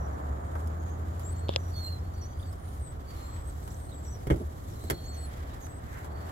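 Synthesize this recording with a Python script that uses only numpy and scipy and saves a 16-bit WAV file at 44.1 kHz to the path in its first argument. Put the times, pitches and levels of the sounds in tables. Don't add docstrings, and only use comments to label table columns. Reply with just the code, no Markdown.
import sys
import numpy as np
from scipy import signal
from scipy.fft import rfft, irfft, next_fast_len
from scipy.io import wavfile

SR = 44100
rng = np.random.default_rng(int(sys.argv[2]) if len(sys.argv) > 2 else 0)


def to_wav(s):
    ch = np.atleast_2d(s).T
    pcm = np.round(np.clip(ch, -1, 1) * 32767)
    wavfile.write(sys.argv[1], SR, pcm.astype(np.int16))


N = 278271
TIME = np.arange(N) / SR

# (time [s], snap [dB], buzz [dB], knock of the case [dB], dull thud [dB])
CLICKS = [(1.4853, -33, -32, -54, -58), (1.492, -23.5, -26, -21, -19.5), (1.5003, -47, -42, -60, -62),
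          (1.511, -44, -40, -60, -60), (1.5235, -48, -49, -60, -60), (1.5383, -28.5, -44, -60, -62),
          (1.549, -38, -50, -60, -60), (1.561, -6.5, -32, -18, -47)]
# (frequency [Hz], level [dB], 60 dB decay [s])
SNAP_MODES = [(1710, -21, 0.0031), (2720, -1, 0.0034), (3700, 2, 0.0016), (5420, -7, 0.0029),
              (7200, -19, .003), (11500, -38, 0.0012)]
# (frequency [Hz], level [dB], 60 dB decay [s])
CASE_MODES = [(542, 2, 0.024), (895, 1.5, 0.0074), (1400, -13.5, 0.004)]
# (frequency [Hz], level [dB], 60 dB decay [s])
THUD_MODES = [(194, -2.5, 0.019), (373, 0, 0.016)]
# (time [s], panel [dB], low boom [dB], latch metal [dB], bright scrape [dB])
DOOR_BLOWS = [(4.269, -36, -26, -42, -50), (4.27, -39, -27, -42, -44), (4.3013, -23, -18.5, -27, -43),
              (4.3068, -17.5, -11, -33.5, -47), (4.3219, -26, -28, -50, -48), (4.342, -31, -18.5, -54, -50),
              (4.36, -35, -36, -60, -47), (4.4, -32, -42, -68, -62), (4.411, -32, -36, -68, -62),
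              (4.839, -36, -48, -52, -45), (4.8998, -41, -30, -24, -23), (4.907, -29.5, -28, -36, -31),
              (4.9199, -27, -28, -67, -50)]
# (frequency [Hz], level [dB], 60 dB decay [s])
BOOM_MODES = [(47.8, -8, 0.13), (72.7, -8, 0.24), (129, -2, 0.093)]
# (frequency [Hz], level [dB], 60 dB decay [s])
PANEL_MODES = [(147, 0.5, 0.041), (178, -4, 0.052), (214, 0, 0.053), (240, 1, 0.039), (300, -1, 0.038),
               (353.5, -5, 0.1), (417.6, -4.5, 0.092), (485, -10, 0.034), (574, -16, 0.083),
               (670, -11, 0.031)]
# (frequency [Hz], level [dB], 60 dB decay [s])
LATCH_MODES = [(980, -1, 0.021), (1070, -7, .08), (1550, 2, 0.054), (1837, 4, 0.045), (1850, -2, 0.065),
               (1950, 0, 0.025), (2170, 5, 0.069), (3080, -16, 0.06)]
# (frequency [Hz], level [dB], 60 dB decay [s])
CRACKLE_MODES = [(4240, -8, 0.0018), (5460, -11, 0.0013), (6350, -5, 0.002), (8000, -9, 0.0066)]
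# (frequency [Hz], relative density [dB])
LATCH_COLOUR = [(400, 18.5), (700, 5.5), (1100, -1.5), (1500, 4), (2100, 3.5), (2700, -11), (3300, -2),
                (4200, -28), (6500, -22)]
# (frequency [Hz], relative density [dB])
SCRAPE_COLOUR = [(1760, -44), (3000, 11), (4100, -1.5), (4580, 7.5), (5380, 6.5), (5810, 5.5), (8050, 8.5),
                 (8940, -4), (10500, 13), (13500, 4), (15800, -1)]
# (frequency [Hz], relative density [dB])
TRIM_COLOUR = [(140, -11), (200, -6), (320, 7.5), (480, -3), (600, -9), (800, -14)]
# (middle time [s], half length [s], low swish [dB], fine hiss [dB])
STROKES = [(0.603, 0.091, -87, -68), (1.227, 0.08, -69, -65), (1.802, 0.18, -68.5, -62.5),
           (2.436, 0.11, -74, -67.5), (2.745, 0.055, -71, -64.5), (3.182, 0.12, -63.5, -61.5),
           (3.38, 0.085, -65, -71), (3.658, 0.27, -89, -63.5), (4.453, 0.75, -83, -67.5),
           (4.824, 0.31, -72, -62.5), (5.32, 0.25, -63, -65.5), (5.514, 0.049, -62.5, -66),
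           (5.654, 0.057, -78, -61.5), (5.962, 0.089, -70, -61.5), (6.288, 0.1, -63, -62.5)]
# (frequency [Hz], relative density [dB])
SWISH_COLOUR = [(1300, -34), (1800, 6), (2200, 2), (2650, -4), (3200, 0.5), (4200, -6.5), (5000, -7)]
# (frequency [Hz], relative density [dB])
HISS_COLOUR = [(3800, 0), (4500, -3), (5200, -3), (6600, 1.5), (8000, 3), (9200, -10.5), (10500, -0.5),
               (11600, 3.5), (13000, -4.5), (15800, -10)]
# (time [s], dull scuff [dB], bright tick [dB])
GRIT = [(0.554, -45.5, -58), (0.673, -77, -51.5), (1.195, -57, -52), (2.138, -64, -60), (2.529, -62, -55),
        (3.677, -55.5, -51), (5.544, -65, -56), (5.668, -55, -66), (6.045, -57, -54)]
# (frequency [Hz], relative density [dB])
DRAG_COLOUR = [(900, 0), (1200, 3), (1500, -8)]
# (left over right [dB], rasp [0-1], path of (time [s], pitch [Hz], level [dB]))
LONG_WHISTLES = [ (2.5, 0.44, [(1.29, 4590, -68), (1.36, 4330, -71), (1.48, 4350, -63), (1.54, 4340, -69)]),
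                 (-7, 0.27, [(1.72, 4600, -72), (1.76, 4420, -51), (1.795, 4380, -44), (1.827, 4286, -51),
                 (1.855, 4232, -44), (1.887, 4241, -44), (1.903, 4329, -53), (1.931, 4209, -46),
                 (1.955, 4150, -60), (1.99, 4100, -65)]), (0, 0.55, [(2.01, 4400, -75), (2.07, 4440, -71),
                 (2.12, 4500, -78), (2.22, 4400, -66), (2.28, 4380, -72)]), (-1, 0.5, [(2.14, 4620, -71),
                 (2.2, 4700, -69), (2.29, 4660, -77), (2.38, 4830, -70), (2.45, 4680, -69),
                 (2.505, 4430, -64)]), (-2, 0.56, [(3.05, 4590, -76), (3.11, 4580, -54.5),
                 (3.145, 4600, -71), (3.165, 4200, -66), (3.26, 4250, -63), (3.33, 4270, -67),
                 (3.38, 4250, -66)]), (0, 0.78, [(4.75, 4580, -67), (4.765, 4150, -66), (4.8, 3920, -62),
                 (4.845, 4160, -62), (4.87, 3880, -62), (4.9, 4140, -59), (5.06, 4010, -70)]),
                 (-3, 0.25, [(4.86, 4300, -70), (4.93, 4360, -55), (5.02, 4380, -58), (5.08, 4370, -53.5),
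                 (5.16, 4355, -58), (5.22, 4345, -57), (5.255, 4300, -59), (5.28, 4230, -71)]),
                 (1, 0.87, [(4.93, 3450, -75), (5.0, 3230, -67), (5.1, 3260, -81)]),
                 (1, 0.56, [(6.1, 4580, -76), (6.17, 4570, -66), (6.26, 4480, -69)])]
# (multiple of the pitch [ratio], level [dB], left over right [dB])
LONG_OVERTONES = [(2, -25, 5), (3, -18, -8)]
# (level [dB], rasp [0-1], path of (time [s], pitch [Hz]))
SLURS = [ (-63, 0.8, [(0.0, 6000), (0.07, 5750)]), (-68, 0.8, [(0.125, 6100), (0.16, 5500)]),
         (-72, 0.2, [(0.39, 8880), (0.66, 8680)]), (-65, 1, [(0.79, 6750), (0.97, 6500)]),
         (-51, 0.45, [(1.23, 7000), (1.262, 7500), (1.28, 7620), (1.315, 8250), (1.338, 8550)]),
         (-57, 0.55, [(1.358, 6450), (1.372, 7350), (1.42, 8550)]), (-63, 0.6, [(1.572, 6250), (1.6, 6150),
         (1.64, 5850), (1.69, 5870), (1.73, 5700)]), (-58, 1, [(1.718, 4750), (1.77, 4480)]),
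         (-65, 0.9, [(1.75, 3450), (1.805, 3630)]), (-61, 0.6, [(1.752, 5950), (1.77, 6220), (1.785, 6000),
         (1.8, 6250), (1.818, 5900)]), (-59, 0.9, [(1.828, 7850), (1.895, 7600)]),
         (-63, 0.6, [(1.872, 2900), (1.893, 2870)]), (-67, 0.6, [(1.985, 5600), (2.012, 5500)]),
         (-66, 0.6, [(2.135, 6050), (2.16, 5850)]), (-71, 0.5, [(2.168, 8350), (2.195, 8450)]),
         (-56, 0.5, [(2.208, 6200), (2.23, 5660), (2.25, 5880), (2.263, 6350), (2.274, 5950)]),
         (-65, 0.7, [(2.272, 6000), (2.292, 6500), (2.32, 6050), (2.345, 6350)]), (-63, 0.4, [(2.385, 9720),
         (2.432, 9700)]), (-63, 1, [(2.326, 3450), (2.34, 3300)]), (-62, 1, [(2.392, 3250), (2.408, 3550)]),
         (-57, 1, [(2.426, 3750), (2.44, 3450)]), (-65, 0.7, [(2.46, 7650), (2.52, 8450), (2.565, 8680)]),
         (-65, 1, [(2.52, 5450), (2.542, 5050)]), (-66, 0.35, [(2.578, 9550), (2.645, 9720), (2.71, 9300),
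         (2.755, 9330), (2.8, 9050)]), (-55, 0.3, [(2.798, 8850), (2.855, 8150), (2.895, 8040),
         (2.922, 8300)]), (-68, 1, [(2.85, 3900), (2.89, 3550)]), (-62, 0.45, [(3.22, 7280), (3.32, 7780),
         (3.46, 8150)]), (-57, 0.6, [(3.445, 8100), (3.492, 8320), (3.508, 7700)]),
         (-66, 0.9, [(3.625, 7900), (3.675, 8700)]), (-63, 0.5, [(3.685, 7430), (3.745, 7520)]),
         (-56, 0.9, [(3.701, 4900), (3.711, 7000)]), (-60, 0.55, [(3.708, 8050), (3.725, 8150),
         (3.742, 7750)]), (-57, 0.9, [(3.74, 7700), (3.746, 6100), (3.752, 5900)]),
         (-60, 0.45, [(3.742, 7950), (3.785, 8400), (3.85, 8350), (3.905, 8640), (3.935, 8600)]),
         (-69, 1, [(3.882, 4250), (3.912, 4200)]), (-59, 0.85, [(3.914, 3800), (3.934, 3850)]),
         (-64, 1, [(3.941, 3750), (3.953, 3200)]), (-59, 0.4, [(3.922, 8050), (3.96, 7820), (4.02, 7620)]),
         (-69, 1, [(3.978, 3350), (3.992, 3400)]), (-67, 1, [(3.979, 4600), (3.991, 5000)]),
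         (-60, 0.4, [(4.022, 7680), (4.145, 7960)]), (-54, 0.9, [(4.045, 7500), (4.05, 6700), (4.053, 5450),
         (4.058, 5350)]), (-58, 0.55, [(4.056, 6150), (4.07, 6050), (4.083, 5550), (4.102, 5850)]),
         (-56, 0.6, [(4.1, 6050), (4.118, 6150), (4.148, 5750), (4.168, 5650)]), (-66, 1, [(4.168, 5400),
         (4.2, 4950)]), (-68, 0.4, [(4.382, 10150), (4.405, 10400), (4.43, 10200)]),
         (-66, 0.8, [(4.69, 5900), (4.755, 5500)]), (-63, 0.8, [(4.8, 8350), (4.895, 7500)]),
         (-58, 0.9, [(5.038, 6400), (5.048, 7600)]), (-53, 0.35, [(5.052, 6450), (5.063, 6620),
         (5.074, 7420), (5.09, 7480), (5.1, 8050), (5.116, 8100)]), (-63, 1, [(5.115, 7600),
         (5.127, 5900)]), (-58, 0.3, [(5.127, 6480), (5.164, 6160), (5.17, 7400)]),
         (-55, 0.25, [(5.165, 7000), (5.173, 8380), (5.205, 7950), (5.228, 7950), (5.264, 7760)]),
         (-58, 0.35, [(5.195, 10000), (5.208, 10680), (5.25, 10420), (5.262, 10050), (5.285, 10000),
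         (5.3, 9600)]), (-66, 0.7, [(5.5, 3700), (5.55, 4050)]), (-58, 0.6, [(5.607, 7150), (5.635, 6280),
         (5.672, 6370)]), (-60, 0.55, [(5.682, 8150), (5.725, 7950), (5.8, 8330)])]
# (frequency [Hz], left over right [dB])
SLUR_LEAN = [(3500, -13.5), (5800, -2), (6400, -8), (7300, 7), (8400, 5.5), (9600, -6), (11000, -1)]
# (time [s], firing rate [Hz], level [dB])
ENGINE = [(0.0, 68.4, -30), (0.16, 70.3, -47), (0.31, 71.6, -27.5), (0.46, 75.3, -53), (0.58, 78.52, -31.5),
          (1.0, 82.8, -33.5), (1.7, 86.4, -31.5), (2.6, 88.0, -41), (3.1, 84.9, -58)]
# (multiple of the firing rate [ratio], level [dB])
ENGINE_ORDERS = [(1, -2), (1.5, -22), (2, -24.5)]
# (time [s], tyre roar [dB], upper roar [dB])
ROAD = [(0.0, -44.5, -49), (0.88, -45.5, -53), (2.25, -50.5, -57.5), (5.0, -49, -58.5), (5.39, -49.5, -56),
        (5.89, -50, -57), (6.12, -47.5, -53), (6.3, -47, -51.5)]
# (frequency [Hz], relative density [dB])
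RUMBLE_COLOUR = [(22, -5), (31, -8), (40, 4.5), (50, -3.5), (60, 8.5), (72, 10.5), (86, 6), (100, -1.5),
                 (130, -28)]
# (frequency [Hz], relative density [dB])
ROAR_COLOUR = [(76, 8), (130, 1), (189, -3.5), (289, -5), (499, -12), (708, -16.5), (800, -19.5),
               (1040, -80), (1760, -120)]
# (frequency [Hz], relative density [dB])
UPPER_ROAR_COLOUR = [(380, -3), (650, 2), (708, 2.5), (944, -3), (1150, -2), (1770, -9), (2480, -26),
                     (2800, -30), (3640, -77), (6160, -120)]
# (time [s], level [dB])
APPROACH = [(4.9, -86), (5.3, -63.5), (5.8, -67.5), (5.98, -52.5), (6.12, -71), (6.31, -60)]
# (frequency [Hz], relative density [dB])
TYRE_HISS_COLOUR = [(1300, 2), (1600, 6), (2050, 3.5), (2400, -4.5)]
# (multiple of the base rate [ratio], level [dB])
IDLE_ORDERS = [(2, -50.5), (3, -52), (4, -59.5)]
# (frequency [Hz], side over mid [dB])
WIDTH = [(30, -13), (60, -40), (95, -30), (150, -17), (240, -9.5), (380, -0.5), (600, 2.5), (950, 9),
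         (1500, 3), (2380, 0), (3770, 1.5), (5980, 0.5), (9470, 0), (15000, 0)]
# (frequency [Hz], left over right [dB])
LEAN = [(60, -0.5), (110, 0), (200, -3), (380, -1.5), (700, 0), (1290, -2), (2380, -2.5), (4400, -0.5),
        (8120, 2.5), (15000, -11)]


def clicks():
    times, snap_db, buzz_db, knock_db, thud_db = np.transpose(CLICKS)
    snap = struck(times, snap_db, SNAP_MODES, scatter_db=0.3)
    knock = struck(times, knock_db, CASE_MODES, scatter_db=1)
    knock = signal.sosfilt(signal.butter(2, 260, "high", fs=SR, output="sos"), knock)
    thud = sum(ring(taps(times, thud_db + db), hz, t60) for hz, db, t60 in THUD_MODES)

    touches_per_s = 710
    touching = (TIME > times[0]) & (TIME < times[-1]) & (rng.random(N) < touches_per_s / SR)
    touch_level = from_db(-43) * touching + dying(times, snap_db - 34, t60=0.026)
    rattle = touch_level * rng.standard_normal((2, N))
    buzz = ring(taps(times, buzz_db) + rattle, hz=3450, t60=0.0057)

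    treble_spit = dying(times, snap_db - 41, t60=0.0063) * noise(SCRAPE_COLOUR)
    return place(snap, 2.0, 0.06) + place(knock, 3.7, 0.71) + thud + buzz + treble_spit


def door():
    times, panel_db, boom_db, latch_db, scrape_db = np.transpose(DOOR_BLOWS)
    boom = struck(times, boom_db, BOOM_MODES, scatter_db=1.0)
    panel = boom - struck(times, panel_db, PANEL_MODES, scatter_db=3.0)
    panel = signal.sosfilt(signal.butter(2, 750, fs=SR, output="sos"), panel)
    latch = struck(times, latch_db - 18.0, LATCH_MODES, scatter_db=3.0)
    crunch = dying(times, latch_db - 8.5, t60=0.097) * noise(LATCH_COLOUR)
    scrape = dying(times, scrape_db - 8.5, t60=0.048) * noise(SCRAPE_COLOUR)

    trim_rattle = dying(times, panel_db - 10, t60=0.11) * noise(TRIM_COLOUR)
    more_crunch = dying(times, latch_db - 8.5, t60=0.093) * noise(LATCH_COLOUR)

    slips_per_s = 1800
    slipping = rng.random(N) < slips_per_s / SR
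    slips = slipping * rng.standard_normal((2, N)) * dying(times, latch_db - 18, t60=0.09)
    crackle = sum(from_db(db) * ring(slips, hz, t60) for hz, db, t60 in CRACKLE_MODES)

    metal = place(panel, -1.7, 0.15) + place(latch, -6.0, 0.061)
    return metal + crackle + crunch + scrape + trim_rattle + more_crunch


def walking():
    swish, hiss = from_db(-68.5), from_db(-68.5)
    for middle, half, low_db, high_db in STROKES:
        swell = np.exp(-((TIME - middle) / half) ** 2)
        swish = np.hypot(swish, from_db(low_db) * swell)
        hiss = np.hypot(hiss, from_db(high_db) * swell)
    grain = from_db(1.54 * drift(corner_hz=37))
    cloth = grain * (swish * noise(SWISH_COLOUR) + hiss * noise(HISS_COLOUR))

    times, scuff_db, tick_db = np.transpose(GRIT)
    pebble_crunch = dying(times, scuff_db + 3.5, t60=0.034)
    scuff = dying(times, scuff_db, t60=0.2) + pebble_crunch
    tick = dying(times, tick_db, t60=0.043)
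    return cloth + scuff * noise(UPPER_ROAR_COLOUR) + tick * noise(SCRAPE_COLOUR)


def drag():
    middle_s, half_s, level_db = 3.28, 0.22, -59.5
    swell = np.exp(-((TIME - middle_s) / half_s) ** 2)
    return from_db(level_db) * swell * noise(DRAG_COLOUR)


def whistles():
    out = np.zeros((2, N))
    for pan_db, rasp, path in LONG_WHISTLES:
        hz, db = along(path)
        add_whistle(out, path[0][0], hz, db, rasp, [(0.99, 0, pan_db)] + LONG_OVERTONES)
    roundness = 0.31
    for db, rasp, path in SLURS:
        hz, = along(path)
        progress = (np.arange(len(hz)) + 0.5) / len(hz)
        arch_db = roundness * 20 * np.log10(np.sin(np.pi * progress))
        add_whistle(out, path[0][0], hz, db + arch_db, rasp, [(0.99, 0, at_hz(SLUR_LEAN, hz))])
    return out


def add_whistle(out, start, hz, level_db, rasp, partials):
    first = max(round(start * SR), 0)
    age = np.arange(len(hz)) / SR

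    def jitter(points_per_s):
        return np.interp(age * points_per_s, np.arange(2000), rng.standard_normal(2000))

    waver = rasp ** 2 * (0.016 * jitter(110) + 0.032 * jitter(900))
    turn = 2 * np.pi * np.cumsum(hz * (1 + waver)) / SR
    attack_s, release_s, gain_db = 0.0024, 0.0046, 4
    shape = np.minimum(age / attack_s, 1) * np.minimum(age[::-1] / release_s, 1)
    flutter_db = (1.4 + 2.6 * rasp) * jitter(170)
    swell = shape * from_db(level_db + gain_db + flutter_db)

    haze_share = 0.85 * rasp ** 3
    haze = np.array([jitter(400) + 1j * jitter(400) for port in range(2)]) / np.sqrt(2)
    ports = np.sqrt(1 - haze_share) * np.array([[1], [1j]]) + np.sqrt(haze_share) * haze
    tone = 0
    for multiple, db, pan_db in partials:
        gain = from_db(db + pan_db / 2 * np.array([[1], [-1]]))
        tone = tone + gain * np.imag(ports * np.exp(1j * multiple * turn))
    out[:, first:first + len(hz)] += swell * tone


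def blur(x, t60, wet_db):
    age = np.arange(round(0.3 * SR)) / SR
    tail = rng.standard_normal((2, len(age))) * from_db(-60 * age / t60)
    tail /= np.linalg.norm(tail[0])
    return x + from_db(wet_db) * signal.fftconvolve(x, tail, axes=1)[:, :N]


def whine(hz, level_db):
    fading = np.interp(TIME, [1.5, 3.4], [1, 0])
    return from_db(level_db) * fading * rms_one(ring(rng.standard_normal((2, N)), hz, t60=0.017))


def engine():
    firing_hz, level_db = in_time(ENGINE)
    turn = 2 * np.pi * np.cumsum(firing_hz) / SR
    note = sum(from_db(db) * np.sin(multiple * turn) for multiple, db in ENGINE_ORDERS)
    heard = TIME <= 2.94
    return np.sqrt(2) * from_db(level_db - 0.5) * heard * note


def road():
    roar_db, upper_db = in_time(ROAD)
    rumble = from_db(-41 + 2.0 * drift(corner_hz=1)) * noise(RUMBLE_COLOUR)
    roar = from_db(roar_db + 4) * noise(ROAR_COLOUR)
    upper_roar = from_db(upper_db + 0.5) * noise(UPPER_ROAR_COLOUR)
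    return rumble + roar + upper_roar


def far_car():
    level_db, = in_time(APPROACH)
    return from_db(level_db) * noise(TYRE_HISS_COLOUR)


def idler():
    base_hz, waver = 38.8, 0.013
    turn = 2 * np.pi * np.cumsum(base_hz * (1 + waver * drift(corner_hz=4.2))) / SR
    return np.sqrt(2) * sum(from_db(db) * np.sin(multiple * turn) for multiple, db in IDLE_ORDERS)


def breeze(level_db, top_hz):
    band = signal.butter(2, [33, top_hz], "band", fs=SR, output="sos")
    lumps = signal.sosfilt(band, rng.standard_normal((2, N)))
    return from_db(level_db + 0.32 * drift(corner_hz=4.6)) * rms_one(lumps)


def from_db(db):
    return 10 ** (np.asarray(db) / 20)


def rms_one(x):
    return x / np.sqrt(np.mean(x ** 2) + 1e-20)


def in_time(rows):
    s, *columns = np.transpose(rows)
    return [np.interp(TIME, s, c) for c in columns]


def along(rows):
    s, *columns = np.transpose(rows)
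    moments = np.arange(s[0], max(s[-1], s[0] + 0.01), 1 / SR)
    return [np.interp(moments, s, c) for c in columns]


def at_hz(points, hz):
    f, value = np.transpose(points)
    return np.interp(np.log(hz), np.log(f), value)


def drift(corner_hz):
    hz = np.arange(N // 2 + 1) * SR / N
    return rms_one(irfft(rfft(rng.standard_normal(N)) / (1 + (hz / corner_hz) ** 2), N))


def noise(spectrum):
    size = next_fast_len(N)
    hz = np.maximum(np.arange(size // 2 + 1) * SR / size, 1)
    outside = np.minimum(hz / spectrum[0][0], 1) * np.minimum(spectrum[-1][0] / hz, 1)
    colour = from_db(at_hz(spectrum, hz)) * outside ** 4
    mid, side = rfft(rng.standard_normal((2, size))) * colour
    signs = np.array([[1], [-1]])
    pair = mid + signs * side * from_db(at_hz(WIDTH, hz))
    pair = pair * from_db(signs * at_hz(LEAN, hz) / 2)
    pair = irfft(pair, size)[:, :N]
    return pair / np.std(pair.mean(axis=0))


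def taps(times, levels_db):
    out = np.zeros(N)
    out[np.round(times * SR).astype(int)] = from_db(levels_db)
    return out


def ring(force, hz, t60):
    r, w = from_db(-60 / (t60 * SR)), 2 * np.pi * hz / SR
    return signal.lfilter([0, r * np.sin(w)], [1, -2 * r * np.cos(w), r * r], force + 1e-18)


def struck(times, levels_db, modes, scatter_db):
    total = 0
    for k, (hz, db, t60) in enumerate(modes):
        strength_db = levels_db + db + scatter_db * rng.standard_normal(len(times))
        total = total + (-1) ** k * ring(taps(times, strength_db), hz, t60)
    return total


def dying(times, levels_db, t60):
    return signal.lfilter([1], [1, -from_db(-60 / (t60 * SR))], taps(times, levels_db) + 1e-18)


def place(x, pan_db, lag_ms):
    left = x * from_db(pan_db / 2)
    right = np.interp(TIME - lag_ms / 1000, TIME, x) * from_db(-pan_db / 2)
    return np.array([left, right])


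def scene():
    near = clicks() + door() + walking() + drag()
    high_tones = blur(whistles(), t60=0.15, wet_db=-10) + whine(hz=6910, level_db=-71.0)
    traffic = engine() + road() + far_car() + idler()
    return near + high_tones + traffic + breeze(level_db=-52.5, top_hz=96.0)


def record(dry):
    return signal.sosfilt(signal.ellip(10, 0.1, 80, 15900, fs=SR, output="sos"), dry)


dry = scene()
out = record(dry)
to_wav(out)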